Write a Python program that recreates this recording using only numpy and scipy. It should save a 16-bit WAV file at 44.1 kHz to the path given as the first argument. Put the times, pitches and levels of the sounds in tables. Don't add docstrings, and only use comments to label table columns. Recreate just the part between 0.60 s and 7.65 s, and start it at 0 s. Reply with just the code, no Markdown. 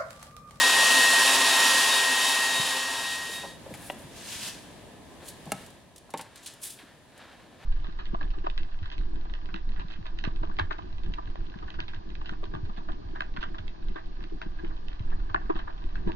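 import sys
import numpy as np
from scipy import signal
from scipy.fft import rfft, irfft
from scipy.io import wavfile

SR = 44100
rng = np.random.default_rng(int(sys.argv[2]) if len(sys.argv) > 2 else 0)


def log_audio(samples):
    frames = np.atleast_2d(samples).T
    limited = np.clip(frames, -1, 1)
    pcm = np.round(limited * 32767).astype(np.int16)
    wavfile.write(sys.argv[1], SR, pcm)


N = 310905
TIME = np.arange(N) / SR
BINS = np.maximum(np.arange(N // 2 + 1) * SR / N, 1)



def from_db(db):
    return 10 ** (np.asarray(db) / 20)


def rms_one(x):
    return x / np.sqrt(np.mean(x ** 2) + 1e-20)


def in_time(rows):
    seconds, *columns = np.transpose(rows)
    return [np.interp(TIME, seconds, column) for column in columns]


def during(rows, fade):
    first, last = rows[0][0], rows[-1][0]
    return np.interp(TIME, [first - fade, first, last, last + fade], [0, 1, 1, 0])


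def over_hz(points):
    hz, db = np.transpose(points)
    return np.interp(np.log(BINS), np.log(hz), db)


def low_part(x, hz, order):
    return irfft(rfft(x) / (1 + (BINS / hz) ** order), N)


def drift(rate):
    return rms_one(low_part(rng.standard_normal(N), rate, order=4))


def stereo_noise(colour_db, width, grain_db=0):
    sizes = from_db(grain_db * drift(580))
    white = rng.standard_normal((2, N)) * sizes
    colours = from_db([colour_db, colour_db + over_hz(width)])
    mid, side = irfft(rfft(white) * colours, N)
    return np.array([mid + side, mid - side]) / np.std(mid)


def decay(start, t60, rise):
    age = np.maximum(TIME - start, 0)
    return (1 - np.exp(-age / rise)) * from_db(-60 * np.minimum(age / t60, 4))


def ring(clicks, hz, t60):
    radius = from_db(-60 / (t60 * SR))
    turn = 2 * np.pi * hz / SR
    feedback = [1, -2 * radius * np.cos(turn), radius * radius]
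    return signal.lfilter([0, np.sin(turn)], feedback, clicks + 1e-18)


def strokes(rows, range_db=20):
    power = np.zeros(N)
    for peak_s, db, rise, fall in rows:
        away = np.maximum((peak_s - TIME) / rise, (TIME - peak_s) / fall)
        power += from_db(db - range_db * np.minimum(away, 10)) ** 2
    return np.sqrt(power)


def placed(x, lag_s):
    half_turns = np.pi * BINS * lag_s * np.array([[-1], [1]])
    return irfft(rfft(x) * np.exp(1j * half_turns), N)


# time in seconds, rumble level in dB, hiss level in dB.
BACKGROUND_LEVELS = [(0, -76, -69), (1.6, -62, -65.5), (2.9, -48, -55), (3.95, -48.5, -53.5),
                     (4.4, -49, -58.5), (5.0, -49.5, -54), (5.28, -56, -64), (6.35, -57, -63),
                     (7.05, -54, -64.5)]
# frequency in Hz, strength in dB per Hz.
RUMBLE_COLOUR = [(15, -40), (25, -14.5), (75, -3), (261, -2.5), (321, -4.5), (444, -8), (659, -6.5),
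                 (796, -12.5), (994, -9.5), (1160, -17.5), (1310, -16.5), (1400, -44), (1500, -33),
                 (1950, -60), (3300, -120)]
# frequency in Hz, strength in dB per Hz.
HISS_COLOUR = [(700, -32), (1300, -12), (1700, 0), (2100, -6.5), (3600, -7), (4700, -12), (5500, -15),
               (10300, -15), (13000, -25), (16000, -30)]
# frequency in Hz, side against middle in dB.
ROOM_STEREO = [(60, -5.5), (150, -6), (380, -8), (700, -6), (1300, -7), (2400, -4), (4400, -1.5),
               (8000, 1.5), (15000, -1)]


def background(rumble_db=-1.0, hiss_db=-0.5):
    rumble, hiss = in_time(BACKGROUND_LEVELS)
    low = from_db(rumble + rumble_db) * stereo_noise(over_hz(RUMBLE_COLOUR), ROOM_STEREO)
    high = from_db(hiss + hiss_db) * stereo_noise(over_hz(HISS_COLOUR), ROOM_STEREO)
    return low + high


def workshop(x, t60, wall_hz, spread):
    age = TIME[:SR // 2]
    after_gap = age > .003
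    mid, side = rng.standard_normal((2, len(age))) * from_db(-60 * age / t60) * after_gap
    dulling = signal.butter(1, wall_hz, fs=SR, output="sos")
    tail = signal.sosfilt(dulling, [mid + spread * side, mid - spread * side])
    tail /= np.sqrt(np.sum(tail[0] ** 2))
    return signal.fftconvolve(x[None], tail, axes=1)[:, :N]


# start in seconds, level in dB, centre in Hz, time to fall by 60 dB in seconds.
SOFT_BUMPS = [(1.993, -30.5, 133, 0.07), (2.691, -39.5, 516, 0.11), (2.835, -34.5, 660, 0.12),
              (2.84, -48, 280, 0.12), (3.06, -37.5, 527, 0.091), (3.105, -37, 442, 0.064),
              (3.111, -42, 159, 0.34), (3.1385, -40.5, 2100, 0.061), (3.14, -45, 650, 0.12),
              (3.355, -41, 216, 0.077), (3.43, -40, 110, 0.11), (3.514, -51, 204, 0.072),
              (4.627, -45, 402, 0.092), (4.863, -41, 175, 0.25), (4.864, -43.5, 640, .15),
              (4.922, -43, 153, 0.22), (5.49, -47.5, 910, .06), (5.542, -36.5, 320, 0.11),
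              (5.593, -42, 2300, 0.067), (6.187, -48, 2600, .12), (6.228, -45.5, 272, 0.069)]


def bumps(width_ratio=1.37, rise=0.00085):
    out = np.zeros(N)
    for start, db, hz, t60 in SOFT_BUMPS:
        band = signal.butter(2, [hz / width_ratio, hz * width_ratio], "band", fs=SR, output="sos")
        shape = decay(start, t60, rise)
        thud = signal.sosfilt(band, rng.standard_normal(N) * shape + 1e-18)
        out += from_db(db) * rms_one(thud) * np.sqrt(np.mean(shape ** 2))
    return out


def knocks(hits, modes, crack_db, crack_t60, crack_hz, low_hz=300):
    clicks, burst = np.zeros(N), np.zeros(N)
    for start, db in hits:
        clicks[round(start * SR)] = from_db(db)
        burst += from_db(db + crack_db) * decay(start, crack_t60, rise=.0001)
    band = signal.butter(2, [low_hz, crack_hz], "band", fs=SR, output="sos")
    out = signal.sosfilt(band, burst * rng.standard_normal(N) + 1e-18)
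    for k, (hz, db, t60) in enumerate(modes):
        sign = (-1) ** k
        out += sign * from_db(db) * ring(clicks, hz, t60)
    return out


# start in seconds, level in dB.
TAPS_ON_BOTTLE = [(3.2991, -26.5), (3.3043, -36)]
# frequency in Hz, level in dB, time to fall by 60 dB in seconds.
BOTTLE_MODES = [(297.6, -12, 0.065), (570, -1.5, 0.041), (730, 2.5, 0.022), (990, -5, 0.035),
                (1450, -4, 0.013), (1940, -3, 0.017), (2200, -7, 0.018), (2800, -0.5, 0.019),
                (3380, -8, .025), (3680, -16, .02), (4900, -24, .015)]


def bottle_taps():
    hit = knocks(TAPS_ON_BOTTLE, BOTTLE_MODES, crack_db=0, crack_t60=0.032, crack_hz=3000)
    return placed(hit, lag_s=.00002)


# start in seconds, level in dB.
KNOCKS_ON_BENCH = [(4.919, -25), (4.9218, -40), (4.9255, -39)]
# frequency in Hz, level in dB, time to fall by 60 dB in seconds.
BENCH_MODES = [(194, -7, 0.16), (260, -7, 0.069), (415, -7.5, 0.05), (625, 1, 0.04), (825, -1.5, 0.055),
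               (1030, -18, 0.051), (1300, -3, 0.076), (1670, -8, 0.039), (2180, -6.5, 0.028),
               (2770, -6, .028), (4320, -10, 0.024), (6450, -9, 0.014), (7600, -4, 0.011), (9500, 4, 0.01),
               (10800, -7, .018)]


def bench_knocks():
    hit = knocks(KNOCKS_ON_BENCH, BENCH_MODES, crack_db=2, crack_t60=0.021, crack_hz=12000)
    return placed(hit, lag_s=.000012)


# start in seconds, level in dB.
KNOCKS_ON_TRAY = [(5.539, -30.5), (5.5455, -39.5), (5.5925, -41), (5.5962, -57), (5.604, -43.5)]
# frequency in Hz, level in dB, time to fall by 60 dB in seconds.
TRAY_MODES = [(162, -10.5, 0.12), (306, -5.5, 0.042), (475, -2.5, .06), (573, -2, 0.051), (808, 3.5, 0.044),
              (910, 7.5, 0.032), (1096, 0, 0.042), (1450, -28, 0.035), (2160, -3.5, 0.021),
              (2880, -23, .03), (3760, -10, .025)]


def tray_knocks():
    hit = knocks(KNOCKS_ON_TRAY, TRAY_MODES, crack_db=8.5, crack_t60=0.041, crack_hz=1800)
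    return placed(hit, lag_s=.000012)


# peak in seconds, level in dB, rise in seconds, fall in seconds.
TRAY_RUBS = [(3.22, -53.5, .17, .18), (4.63, -54, 0.066, 0.14), (4.97, -57.5, .2, .25),
             (5.6, -48.5, .04, 0.14), (5.78, -55, 0.087, 0.28), (5.87, -55.5, .05, 0.2),
             (6.05, -57, 0.16, 0.16), (6.2, -53, .05, 0.26), (6.6, -51.5, 0.13, 0.52),
             (7.04, -50.5, 0.1, .2)]
# frequency in Hz, strength in dB per Hz.
RUB_COLOUR = [(200, -29), (480, -7), (680, -1), (850, -4), (1300, -4.5), (1700, -0.5), (2100, -7),
              (3800, -8.5), (5500, -18.5), (10000, -29), (16000, -42)]
# frequency in Hz, side against middle in dB.
FOIL_STEREO = [(1200, -33), (2500, -27), (4400, -10), (8000, -7), (15000, -6)]


def rubbing(level_db=0.0, uneven_db=1.8):
    strength = strokes(TRAY_RUBS) * from_db(level_db + uneven_db * drift(30))
    return strength * stereo_noise(over_hz(RUB_COLOUR), FOIL_STEREO, grain_db=2.0)


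# peak in seconds, level in dB, rise in seconds, fall in seconds.
SLEEVE_SWISHES = [(3.57, -50, 0.054, .3), (3.73, -38.5, 0.19, 0.18), (3.835, -38.5, .1, 0.14),
                  (3.878, -38.5, 0.14, 0.07), (3.95, -53, .1, .2)]
# frequency in Hz, strength in dB per Hz.
CLOTH_COLOUR = [(350, -38), (600, -21), (717, -1), (790, -16), (846, -5), (1330, -8), (1660, -1.5),
                (2180, -3.5), (2720, 1), (4340, -1), (9490, -5), (14900, -17.5), (16000, -21)]
# frequency in Hz, side against middle in dB.
SLEEVE_STEREO = [(600, -9), (1400, -17), (2200, -16), (3200, -6), (5500, -3.5), (10000, 2), (15000, -1)]


def sleeve(level_db=0.0, catch_db=0.5):
    strength = strokes(SLEEVE_SWISHES) * from_db(level_db + catch_db * drift(70))
    return strength * stereo_noise(over_hz(CLOTH_COLOUR), SLEEVE_STEREO, grain_db=0.5)


# peak in seconds, level in dB, rise in seconds, fall in seconds, lift of the top treble in dB.
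FOIL_SLIDES = [(2.76, -44, 0.14, 0.065, 3), (3.283, -50.5, 0.22, .08, 7), (3.39, -60, 0.037, .15, 7),
               (4.69, -43.5, .06, 0.042, 3.5), (5.0, -57, .25, 0.16, 0.5), (5.78, -50, 0.044, .04, -8),
               (5.875, -43.5, 0.064, 0.094, -5), (6.036, -38.5, 0.021, 0.12, 5.5),
               (6.125, -48.5, .08, 0.045, 3)]
# start in seconds, level in dB, time to fall by 60 dB in seconds.
FOIL_SNAPS = [(3.139, -43.5, 0.087), (4.855, -49, .04), (5.062, -49, .05), (5.103, -51, .04),
              (5.36, -47, 0.064), (5.380, -45.5, 0.036), (5.504, -47, 0.054), (5.538, -35.5, .012),
              (5.574, -39.5, 0.098), (5.611, -39, 0.049), (5.758, -43, .04), (5.833, -50, .06),
              (5.861, -37.5, .07), (5.937, -47, .04), (6.026, -47, .14), (6.577, -52, 0.053)]
# frequency in Hz, strength in dB per Hz.
FOIL_COLOUR = [(700, -40), (1300, -22), (1700, -10), (2300, -7.5), (2900, -2), (3900, 0), (5500, -3),
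               (8000, 0), (10300, 0), (12500, -8.5), (16000, -15.5)]


def foil(slide_db=0.0, snap_db=0.0, catch_db=1.5, sizzle_from_hz=8500):
    catching = from_db(slide_db + catch_db * drift(60))
    slide = catching * strokes([(s, db, rise, fall) for s, db, rise, fall, lift in FOIL_SLIDES])
    sizzle = catching * strokes([(s, db + lift, rise, fall) for s, db, rise, fall, lift in FOIL_SLIDES])
    snaps = sum(from_db(db + snap_db) * decay(s, t60, rise=0.0003) for s, db, t60 in FOIL_SNAPS)
    grains = stereo_noise(over_hz(FOIL_COLOUR), FOIL_STEREO, grain_db=1.0)
    body = low_part(grains, sizzle_from_hz, order=8)
    top_treble = grains - body
    return np.hypot(slide, snaps) * body + np.hypot(sizzle, snaps) * top_treble


def dryer_fade(fade_from_s=0.73, silent_at_s=2.976, bend=0.96):
    left = (silent_at_s - TIME) / (silent_at_s - fade_from_s)
    return np.clip(left, 0, 1) ** bend


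# frequency in Hz, strength in dB per Hz.
AIR_COLOUR = [(30, -35), (100, -18.5), (190, -14.5), (330, -11.5), (560, -5), (1200, -1.5), (2200, -7),
              (3400, 0), (4900, -3), (5800, -7.5), (7000, -5.5), (10800, -8.5), (13200, -21),
              (16000, -24.5)]
# frequency in Hz, width in Hz, lift in dB (minus is a dip).
BARREL_RESONANCES = [(264, 30.5, 12), (396.6, 23, 8.5), (526.3, 18.6, 8), (683.6, 21, 7), (820, 15, -1.5),
                     (910, 41, 10), (1026, 69, 8.5), (1360, 150, -6), (1643, 123, 3.5), (1840, 350, 5.5),
                     (2597, 256, 7.5), (2980, 240, 3)]
# frequency in Hz, side against middle in dB.
DRYER_STEREO = [(60, -24), (190, -42), (280, -47), (400, -60), (550, -24), (750, -26.5), (1150, -10),
                (1600, -14.5), (2150, -37), (2800, -13), (4400, -9), (8100, -8), (11000, -8), (14000, -51)]


def air_stream(rush_db=-21.5, roar_db=-21.0, hiss_db=-20.5, roar_from_hz=2100, hiss_from_hz=5600,
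               flutter_db=.5, beam_db=0.75):
    colour = over_hz(AIR_COLOUR)
    for hz, width, lift_db in BARREL_RESONANCES:
        colour = colour + lift_db * np.exp(-2 * ((BINS - hz) / width) ** 2)
    air = stereo_noise(colour, DRYER_STEREO)
    rush = low_part(air, roar_from_hz, order=4)
    below_hiss = low_part(air, hiss_from_hz, order=4)
    beamed = (below_hiss - rush) * from_db(roar_db) + (air - below_hiss) * from_db(hiss_db)
    stream = rush * from_db(rush_db) + beamed * from_db(beam_db * drift(5.6))
    return stream * from_db(flutter_db * drift(38)) * dryer_fade()


# time in seconds, rate of blades passing in Hz.
FAN_SPEED = [(0, 1872.4), (1.4, 1872.0), (1.7, 1875.2), (3.0, 1875.2)]
# time in seconds, level in dB.
BLADE_LEVEL = [(0.0, -25), (0.6, -23), (0.76, -31), (0.83, -27), (0.95, -30.5), (0.97, -25.5), (1.24, -28),
               (1.28, -31), (1.47, -28.5), (1.72, -34), (1.76, -29.5), (1.95, -31.5), (2.05, -39),
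               (2.14, -33), (2.43, -39), (2.46, -34), (2.85, -47.5), (2.96, -61)]
# time in seconds, level in dB.
OCTAVE_LEVEL = [(0, -33), (0.15, -32.5), (0.55, -41), (0.93, -31.5), (1.2, -45), (1.33, -30), (1.48, -45),
                (1.65, -34.5), (1.85, -44), (1.99, -34.5), (2.08, -41), (2.52, -46), (2.65, -55),
                (2.76, -45.5), (2.96, -62)]
# multiple of the shaft rate, level in dB against the motor level.
MOTOR_LINES = [(1, -23.5), (3, -15), (4, -14.5), (5, -16), (6, -20), (10, -12), (11, -19), (11.5, -11),
               (12.5, -14.5), (21, -12), (25, -16), (28, -32), (35, -16)]


def fan_whine(blade_db=1.0, octave_db=0.6, motor_db=-27.0, blades=7):
    blade_hz, = in_time(FAN_SPEED)
    blade, = in_time(BLADE_LEVEL)
    octave, = in_time(OCTAVE_LEVEL)
    shaft = 2 * np.pi * np.cumsum(blade_hz) / SR / blades

    def line(multiple, level_db, scatter, spread):
        paths = 1 + scatter * (drift(8.2) + 1j * drift(16))
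        sides = spread * (drift(3.0) + 1j * drift(1.7)) * np.array([[1], [-1]])
        wave = np.real((paths + sides) * np.exp(1j * multiple * shaft))
        return np.sqrt(2) * from_db(level_db) * wave

    tones = line(blades, blade + blade_db, scatter=0.12, spread=0.079)
    tones += line(2 * blades, octave + octave_db, scatter=0.36, spread=0.22)
    motor = np.zeros((2, N))
    for multiple, db in MOTOR_LINES:
        motor += line(multiple, motor_db + db, scatter=0.31, spread=0.079 * min(multiple / blades, 1))
    return tones * during(BLADE_LEVEL, fade=.02) + motor * dryer_fade()


def scene():
    blows = bumps() + bottle_taps() + bench_knocks() + tray_knocks()
    rustle = sleeve() + foil() + rubbing()
    into_room = from_db(-17.0) * blows[0] + from_db(-12.0) * rustle[0]
    room = workshop(into_room, t60=0.45, wall_hz=4935, spread=0.16)
    dryer = air_stream() + fan_whine()
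    left_right = from_db([[.25], [-.25]])
    return (dryer + blows + rustle + room + background()) * left_right


def record(dry, cutoff_hz=16000):
    return signal.sosfiltfilt(signal.ellip(10, .05, 60, cutoff_hz, fs=SR, output="sos"), dry)


dry = scene()
out = record(dry)
log_audio(out)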